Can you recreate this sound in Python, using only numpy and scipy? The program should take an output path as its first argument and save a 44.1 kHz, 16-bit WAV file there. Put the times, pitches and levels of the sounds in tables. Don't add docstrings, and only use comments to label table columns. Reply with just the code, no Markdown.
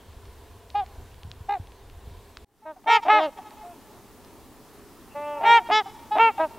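import sys
import numpy as np
from scipy import signal
from scipy.fft import rfft, irfft, next_fast_len
from scipy.io import wavfile
from scipy.ndimage import uniform_filter1d, map_coordinates

SR = 44100
rng = np.random.default_rng(int(sys.argv[2]) if len(sys.argv) > 2 else 0)


def voltage_ratio(level):
    return 10 ** (np.asarray(level, float) / 20)


def file_out(sig):
    cols = np.atleast_2d(sig).T
    lim = np.clip(cols, -1, 1)
    pcm = np.round(lim * 32767).astype(np.int16)
    wavfile.write(sys.argv[1], SR, pcm)


N = 290178
TIME = np.arange(N) / SR
CHANGE_S = 2.447

# (frequency [Hz], likeness [0-1])
FIRST_ALIKE = [(60, 1), (130, 0.9), (290, 0.97), (640, 0.99), (1410, 1), (3100, 0.93), (6820, 0.66),
               (15000, 0.18)]


def unit(x):
    return x / np.sqrt(np.mean(x ** 2) + 1e-20)


def along(points, hz):
    f, v = np.transpose(points)
    return np.interp(np.log(hz + 1), np.log(f + 1), v)


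def wobble(rate, size):
    knots = rng.standard_normal(max(int(size * rate / SR) + 4, 200))
    return map_coordinates(knots, [np.arange(size) * rate / SR])


def filtered(x, response):
    m = next_fast_len(x.shape[-1] + 8192)
    spectrum = rfft(x, m) * response(np.fft.rfftfreq(m, 1 / SR))
    return irfft(spectrum, m)[..., :x.shape[-1]]


def rush(spectrum, alike, patchy_db):
    z = signal.stft(rng.standard_normal((2, N)), nperseg=512)[2]
    field = uniform_filter1d(rng.standard_normal(z.shape[1:]), 6, 0)
    field = unit(uniform_filter1d(field, 14, 1))
    pair = signal.istft(z * voltage_ratio(patchy_db * field), nperseg=512)[1][:, :N]

    def mid_and_side(hz):
        angle = np.arccos(np.clip(along(alike, hz), -1, 1)) / 2
        return voltage_ratio(along(spectrum, hz)) * [np.cos(angle), np.sin(angle)]

    mid, side = filtered(pair, mid_and_side)
    return unit(np.array([mid + side, mid - side]))


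def wind():
    # (time [s], level [dB])
    buffet = [
        (0.0, -56),
        (0.13, -48),
        (2.13, -47.5),
        (2.45, -49.5),
    ]
    # (frequency [Hz], density [dB per Hz])
    gust = [(12, -48), (20, -4.5), (76, 0), (130, -12.5), (190, -37.5), (239, -21), (350, -33.5),
            (460, -83), (770, -120)]
    lumps = voltage_ratio(2.5 * wobble(22.01, N))
    level_db = np.interp(TIME, *np.transpose(buffet))
    return voltage_ratio(level_db) * unit(lumps * rush(gust, FIRST_ALIKE, patchy_db=-2.0))


def first_marsh():
    # (frequency [Hz], density [dB per Hz])
    first_colour = [(88, -73), (150, -7), (244, -6.5), (347, -7), (397, 1), (610, -11), (686, -4),
                    (801, -11.5), (993, -5), (1230, -15.5), (1650, -15), (2040, -18.5), (3590, -18.5),
                    (5200, -24), (15800, -26.5)]
    level_db = -53 + 0.8 * wobble(5, N)
    return voltage_ratio(level_db) * rush(first_colour, FIRST_ALIKE, patchy_db=1.0)


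def twigs():
    # (time [s], peak level [dB], ring frequency [Hz])
    ticks = [(0.13, -47, 1660), (0.254, -46, 1730), (0.7018, -41.5, 4100), (0.8619, -43, 2100),
             (1.143, -50.5, 3210), (1.2321, -41, 3400), (1.3144, -34, 3930), (1.671, -48.5, 3200),
             (1.719, -49.5, 2940), (1.898, -46.5, 3040), (2.097, -48, 1630), (2.37, -29, 1460),
             (3.5067, -42, 1800), (4.247, -48, 5270)]
    out, t = np.zeros(N), np.arange(900) / SR
    for s, db, hz in ticks:
        snap = np.sin(2 * np.pi * 4200 * t) * voltage_ratio(-60 * t / 0.0009)
        ring = np.sin(2 * np.pi * hz * t) * voltage_ratio(-60 * t / 0.0022)
        wisp = 0.14 * rng.standard_normal(len(t)) * voltage_ratio(-60 * t / 0.012)
        out[round((s + 0.0012) * SR):][:len(t)] += voltage_ratio(db + 9.5) * (snap + 0.9 * ring + wisp)
    return filtered(out, lambda f: 1 / (1 + (f / 6500) ** 6) / (1 + (1000 / (f + 1)) ** 4))


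def breath(t, length, change_db, manner):
    attack, release, dome_db, crest, arch, scoop, sag, dull, dying_db = manner
    broken_share = 0.41
    off_crest = (2 * (t / length - crest)) ** 2
    opening = np.clip(1 - t / attack, 0, 1)
    closing = np.clip(1 - (length - t) / release, 0, 1)
    broken = np.clip(closing * release / 0.022, 0, 1) ** 0.92
    pitch_share = 1 - arch * off_crest - scoop * np.exp(-t / 0.012) - sag * broken
    dying = broken_share * broken + (1 - broken_share) * closing ** 2
    db = change_db * (t / length - 0.5) - dome_db * off_crest - 16 * opening + dying_db * dying
    bright_db = -7 * opening - 4 * broken - dull * off_crest
    return [uniform_filter1d(c, size=300, mode="nearest") for c in (pitch_share, db, bright_db)]


def overtones(pitch_hz, voice, bright_db, lag):
    numbers = [1, 2, 3, 4, 5, 6, 7, 8, 9, 10, 12, 15, 20, 28]
    k = np.arange(1, 37)[:, None]
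    last = numbers[len(voice) - 1]
    level_db = np.interp(k, numbers[:len(voice)], voice)
    level_db = level_db - 34 * np.log2(np.maximum(k / last, 1))
    level_db = level_db + bright_db * np.log2(np.maximum(k / 2, 1))
    drift = rng.uniform(0, 2 * np.pi) + 1.5 * wobble(14, len(pitch_hz))
    ripple = np.cos(2 * np.pi * k * pitch_hz / 1900 + drift)
    level_db = level_db + 5 * np.clip((k - 3) / 8, 0, 1) * ripple
    phase = 2 * np.pi * np.cumsum(pitch_hz) / SR
    waves = np.cos(k * phase + lag * np.log(np.minimum(k, 5)))
    return -np.sqrt(2) * np.sum(voltage_ratio(level_db) * (k * pitch_hz < 16500) * waves, axis=0)


def honks():
    # (time [s], length [s], top pitch [Hz], second overtone's level [dB], level change over the honk [dB])
    warbler = [
        (1.484, .098, 408.2, -25, -4),
    ]
    hooter = [
        (0.743, 0.1, 413.4, -26.5, -5),
        (6.107, 0.097, 428.6, -26, -2),
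    ]
    murmur = [
        (5.144, 0.275, 294.1, -37, 0),
    ]
    far = [
        (2.615, .105, 439, -53.5, 2),
        (3.623, 0.12, 353.7, -43.5, 0),
        (5.34, 0.17, 457, -32, 23.5),
    ]
    undertone = [
        (5.427, 0.087, 206.5, -40.5, -5),
    ]
    hidden = [
        (5.43, 0.2, 414.3, -27, -3.5),
    ]
    leader = [
        (2.862, 0.13, 465.5, -16.5, -2.8),
        (5.44, 0.16, 467.7, -13, 3),
    ]
    mate = [
        (5.706, 0.12, 432.6, -19, -5),
    ]
    elder = [
        (3.078, .142, 428.3, -16.5, -3),
    ]
    bugler = [
        (6.185, 0.13, 457, -15, -2.4),
    ]
    bass = [
        (2.649, 0.094, 314.4, -41.5, 2.5),
        (6.388, 0.089, 321, -26.5, -2.5),
    ]
    baritone = [
        (3.117, 0.18, 314.8, -27, 2),
    ]
    chum = [
        (2.89, .115, 437.3, -21, 1.6),
    ]
    yelps = [
        (2.758, .033, 384, -49.5, -0.5),
        (3.381, 0.031, 392, -36.5, -8),
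        (5.855, 0.046, 399, -39.5, -13),
        (6.376, 0.05, 410, -30.5, -5),
    ]
    birds = [warbler, hooter, murmur, far, undertone, hidden, leader, mate,
             elder, bugler, bass, baritone, chum, yelps]
    # (overtone level [dB]), one per overtone number
    soft_voices = [
        (-20.5, -1, -20, -21.5, -23.5, -26.5, -31, -54, -34, -38, -51, -62),
        (-21.5, 2.5, -16.5, -20.5, -27, -22.5, -26.5, -27.5, -22.5, -32, -42.5, -60.5),
        (-15.5, 2, 0, -7, -18, -20.5, -18, -21.5, -16.5, -25.5, -34.5, -49.5),
        (-22, 1, -17, -23.5, -27, -28),
        (-12.5, -19, 3.5, -26.5, -16.5, -34, -17.5),
        (-13, 0, -17, -17.5, -16, -19, -19.5),
    ]
    # (overtone level [dB]), one per overtone number
    full_voices = [
        (-19, 0, -11, -11, -10.5, -18.5, -16.5, -23, -31, -39, -40, -46.5, -53, -64.5),
        (-13.5, -1.5, -7, -10.5, -8, -14.5, -14, -12.5, -14.5, -22.5, -23.5, -32.5, -59, -59),
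        (-17, -0.5, -5, -11.5, -11.5, -14.5, -18.5, -26, -29, -33, -42, -52, -58.5),
        (-12.5, 0, -7.5, -16, -11, -11, -22, -32.5, -33, -42, -53, -51.5, -78),
        (-10.5, 3, 0.5, -8.5, -10.5, -19, -23.5, -24, -28, -34.5, -36.5, -48.5),
        (-11, 1, -5.5, -13.5, -18, -18.5, -23, -29, -22, -21, -20.5, -36, -46),
        (-15, -0.5, -5.5, -15, -7, -8, -14, -22, -22, -22, -27, -32.5, -50.5, -48),
        (-20.5, 0.5, -13.5, -21, -27, -25.5),
    ]
    # (attack [s], release [s], dome of level [dB], crest [share of length],
    # arch of pitch, scoop at the start, sag at the end [shares of pitch])
    manners = [(0.011, 0.037, -3.5, 0.42, 0.054, 0.008, 0.076),
               (0.013, 0.044, -2.5, .4, 0.039, 0.0072, 0.064), (0.013, .035, 1, .45, 0.024, 0.013, 0.054),
               (.012, 0.022, 5, 0.35, .02, .01, 0.093), (0.028, 0.038, -12, 0.32, 0.0073, .005, 0.011),
               (0.0041, 0.04, 3.5, 0.35, 0.042, 0.003, .07), (0.013, 0.022, 7.5, .55, .035, 0.017, 0.071),
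               (0.0098, 0.026, 5.5, .45, 0.03, .035, .1), (0.023, 0.0325, 1.5, 0.43, 0.033, 0.0574, 0.14),
               (0.012, 0.025, 5.5, 0.37, 0.034, 0.025, .11), (0.012, 0.029, 5.5, 0.35, 0.032, .005, 0.06),
               (0.019, 0.038, 1, .55, 0.0586, 0.015, 0.085),
               (0.0078, 0.039, 6.5, 0.458, 0.02, 0.024, 0.059), (0.0084, 0.022, 2, 0.23, .03, 0.0092, .06)]
    dulling = [1.2, 1.6, 1.2, 1.2, 1.2, 1.2, 0.71, 5.9, 2.1, 1.8, 1.6, 1.2, 1.2, 1.2]
    dying = [-14, -14, -12, -11, -13.5, -12, -12.5, -8, -11, -13, -16, -12.5, -11.5, -12]
    roughness = [0.25, 0.13, 0.46, .5, .5, 1.2, 1, .8, 2.4, 0.75, 0.57, 0.52, 0.73, .6]

    out = np.zeros(N + SR)
    flock = zip(birds, soft_voices + full_voices, manners, dulling, dying, roughness)
    for rows, voice, shape, dull, dying_db, rough in flock:
        for s, length, top_hz, top_db, change_db in rows:
            t = np.arange(round(length * SR)) / SR
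            share, db, bright_db = breath(t, length, change_db, (*shape, dull, dying_db))
            hoarse = rough * np.exp(-t / 0.021)
            unsteady = 0.0012 * wobble(60, len(t)) + 0.038 * hoarse * wobble(250, len(t))
            pitch_hz = top_hz * share * (1 + unsteady)
            if rows is warbler:
                throb = np.cos(2 * np.pi * 66.5 * (t + s - 1.495))
                pitch_hz = pitch_hz * (1 + 0.028 * throb)
                db, bright_db = db + 2.2 * throb, bright_db + 2.2 * throb
            tone = overtones(pitch_hz, voice, bright_db, lag=1.2)
            rasp = 1 + (0.035 + 0.18 * hoarse) * wobble(500, len(t))
            ends = np.minimum(1, np.minimum(t, t[-1] - t) / 0.0048)
            level = voltage_ratio(top_db + db + 0.7 * wobble(50, len(t)))
            out[round(s * SR):][:len(t)] += level * ends * rasp * tone
    return out[:N]


def bursts():
    # (first burst [s], last burst [s], first level [dB], last level [dB])
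    runs = [
        (.753, .753, -29, -36.5),
        (2.842, 2.842, -44, -42),
        (2.861, 2.891, -29.5, -28.5),
        (3.052, 3.092, -27.5, -19.5),
        (5.39, 5.447, -38, -33),
        (5.689, 5.71, -21.5, -27),
        (6.154, 6.184, -25, -22),
        (6.381, 6.381, -42, -38),
    ]
    gap_s, scatter_db = 0.01, 4.2
    timid_db, yield_db = -3, -2
    rows = []
    for first, last, first_db, last_db in runs:
        luck = rng.standard_normal(12)
        count = round((last - first) / gap_s) + 1
        for u, z in zip(np.linspace(1, 0, count)[::-1], luck):
            def between(start, end):
                return start + u * (end - start)

            s = first + (last - first) * u ** 0.9
            db = between(first_db, last_db) + scatter_db * z + yield_db * (u == 1) + timid_db * (u == 0)
            rows.append((s, between(301, 401), db, between(0.015, 0.0071), between(-4.5, 2.5)))
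    return rows


def resonances(modes):
    def response(f):
        return sum((-1) ** k * voltage_ratio(db) * 1j * f * w / (c * c - f * f + 1j * f * w)
                   for k, (c, w, db) in enumerate(modes))
    return response


def stutter():
    # (frequency [Hz], width [Hz], level [dB])
    pipe = [
        (288, 20, -8.5),
        (693, 120, 6),
        (890, 138, 4),
        (1210, 98, -3),
        (1850, 1960, -13),
        (2730, 1010, -11),
        (3670, 370, -22),
    ]
    out, k = np.zeros(N), np.arange(1, 19)[:, None]
    for s, hz, db, length, bright_db in bursts():
        t = np.arange(round(0.02 * SR)) / SR - 0.001
        gate = np.clip((t + 0.003) / 0.00037, 0, 1) * np.clip((0.7 * length - t) / 0.0034, 0, 1)
        levels = voltage_ratio(bright_db * np.log2(k) - (k * hz / 1400) ** 2)
        closures = np.sum(levels * np.cos(2 * np.pi * k * hz * (t + 3 * t * t)), axis=0)
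        out[round((s - 0.001) * SR):][:len(t)] -= voltage_ratio(db + 3.0) * gate * closures
    return filtered(out, resonances(pipe))


def shore(x):
    # (level [dB], time to fall 60 dB [s])
    scatter = [
        (-32, 0.71),
        (-40, 6.6),
    ]
    # (delay [s], level [dB])
    clear = [
        (.1, -27),
        (.165, -31),
        (.3, -35),
        (.47, -36.5),
    ]
    # (frequency [Hz], level [dB])
    reeds = [(200, -24.5), (900, 0), (1500, -9.5), (3000, -3.5), (8000, 6.5)]
    t = np.arange(round(1.2 * SR)) / SR
    decay = sum(voltage_ratio(db - 60 * t / t60) for db, t60 in scatter)
    tail = rng.standard_normal(len(t)) * decay * np.clip((1.2 - t) / 0.47, 0, 1) / np.sqrt(0.063 * SR)
    for delay, db in clear:
        tail[round(delay * SR)] += voltage_ratio(db)
    return signal.fftconvolve(x, filtered(tail, lambda hz: voltage_ratio(along(reeds, hz))))[:N]


def thumps():
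    # (time [s], frequency [Hz], level [dB])
    knocks = [
        (1.249, 87, -26.5),
        (1.273, 108, -32.5),
        (1.305, 99, -33.5),
        (1.406, 87, -28.5),
        (1.598, 92, -25),
        (2.073, 81, -27.5),
        (2.11, 83.6, -32),
        (2.315, 94, -45),
    ]
    out, t = np.zeros(N), np.arange(SR // 10) / SR
    for s, hz, db in knocks:
        swing = np.cos(2 * np.pi * hz * t) * np.clip(t / 0.0034, 0, 1)
        out[round(s * SR):][:len(t)] -= voltage_ratio(db - 60 * t / 0.087) * swing
    return out


def second_marsh():
    # (frequency [Hz], density [dB per Hz])
    second_colour = [(12, -47), (20, -2.5), (123, -5), (158, -10), (240, -2), (375, -4.5), (419, -1.5),
                     (482, -11), (996, -10.5), (1250, -14.5), (1560, -21), (1690, -18), (2240, -22.5),
                     (6290, -26), (15800, -27)]
    # (frequency [Hz], likeness [0-1])
    second_alike = [(60, 0.24), (130, 0.81), (290, 0.99), (640, 0.98), (1410, 1), (3100, 0.81),
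                    (6820, 0.62), (15000, 0.41)]
    fade_in = np.clip(TIME - CHANGE_S, 0, 1) ** 0.77
    level_db = -49.5 + np.maximum(TIME - 4.7, 0)
    return fade_in * voltage_ratio(level_db) * rush(second_colour, second_alike, patchy_db=0.94)


def wheeze():
    # (start [s], end [s], centre [Hz], width [Hz], level [dB])
    leaks = [
        (5.085, 5.16, 2700, 250, -61),
        (6.35, 6.46, 3300, 800, -55),
    ]
    out = np.zeros(N)
    for start, end, hz, width, db in leaks:
        swell = np.sin(np.pi * np.clip((TIME - start) / (end - start), 0, 1)) * voltage_ratio(2.6 * wobble(67.0, N))
        hiss = filtered(rng.standard_normal(N), lambda f: np.exp(-((f - hz) / width) ** 2))
        out += voltage_ratio(db) * swell * unit(hiss)
    return out


def scene():
    birds = honks() + stutter()
    flutter = voltage_ratio(3.5 * wobble(60, N))
    answer = shore(birds) * np.where(TIME < CHANGE_S, voltage_ratio(-8), 1) * flutter
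    closing = np.clip((CHANGE_S - TIME) / 0.00089, 0, 1)
    bank = (wind() + first_marsh()) * closing + second_marsh()
    return birds + answer + wheeze() + twigs() + thumps() + bank


def low_pass(x):
    return signal.sosfilt(signal.butter(12, 17080, fs=SR, output="sos"), x)


def record(dry):
    mix = filtered(dry, lambda hz: hz < 15790)
    return low_pass(mix)


dry = scene()
out = record(dry)
file_out(out)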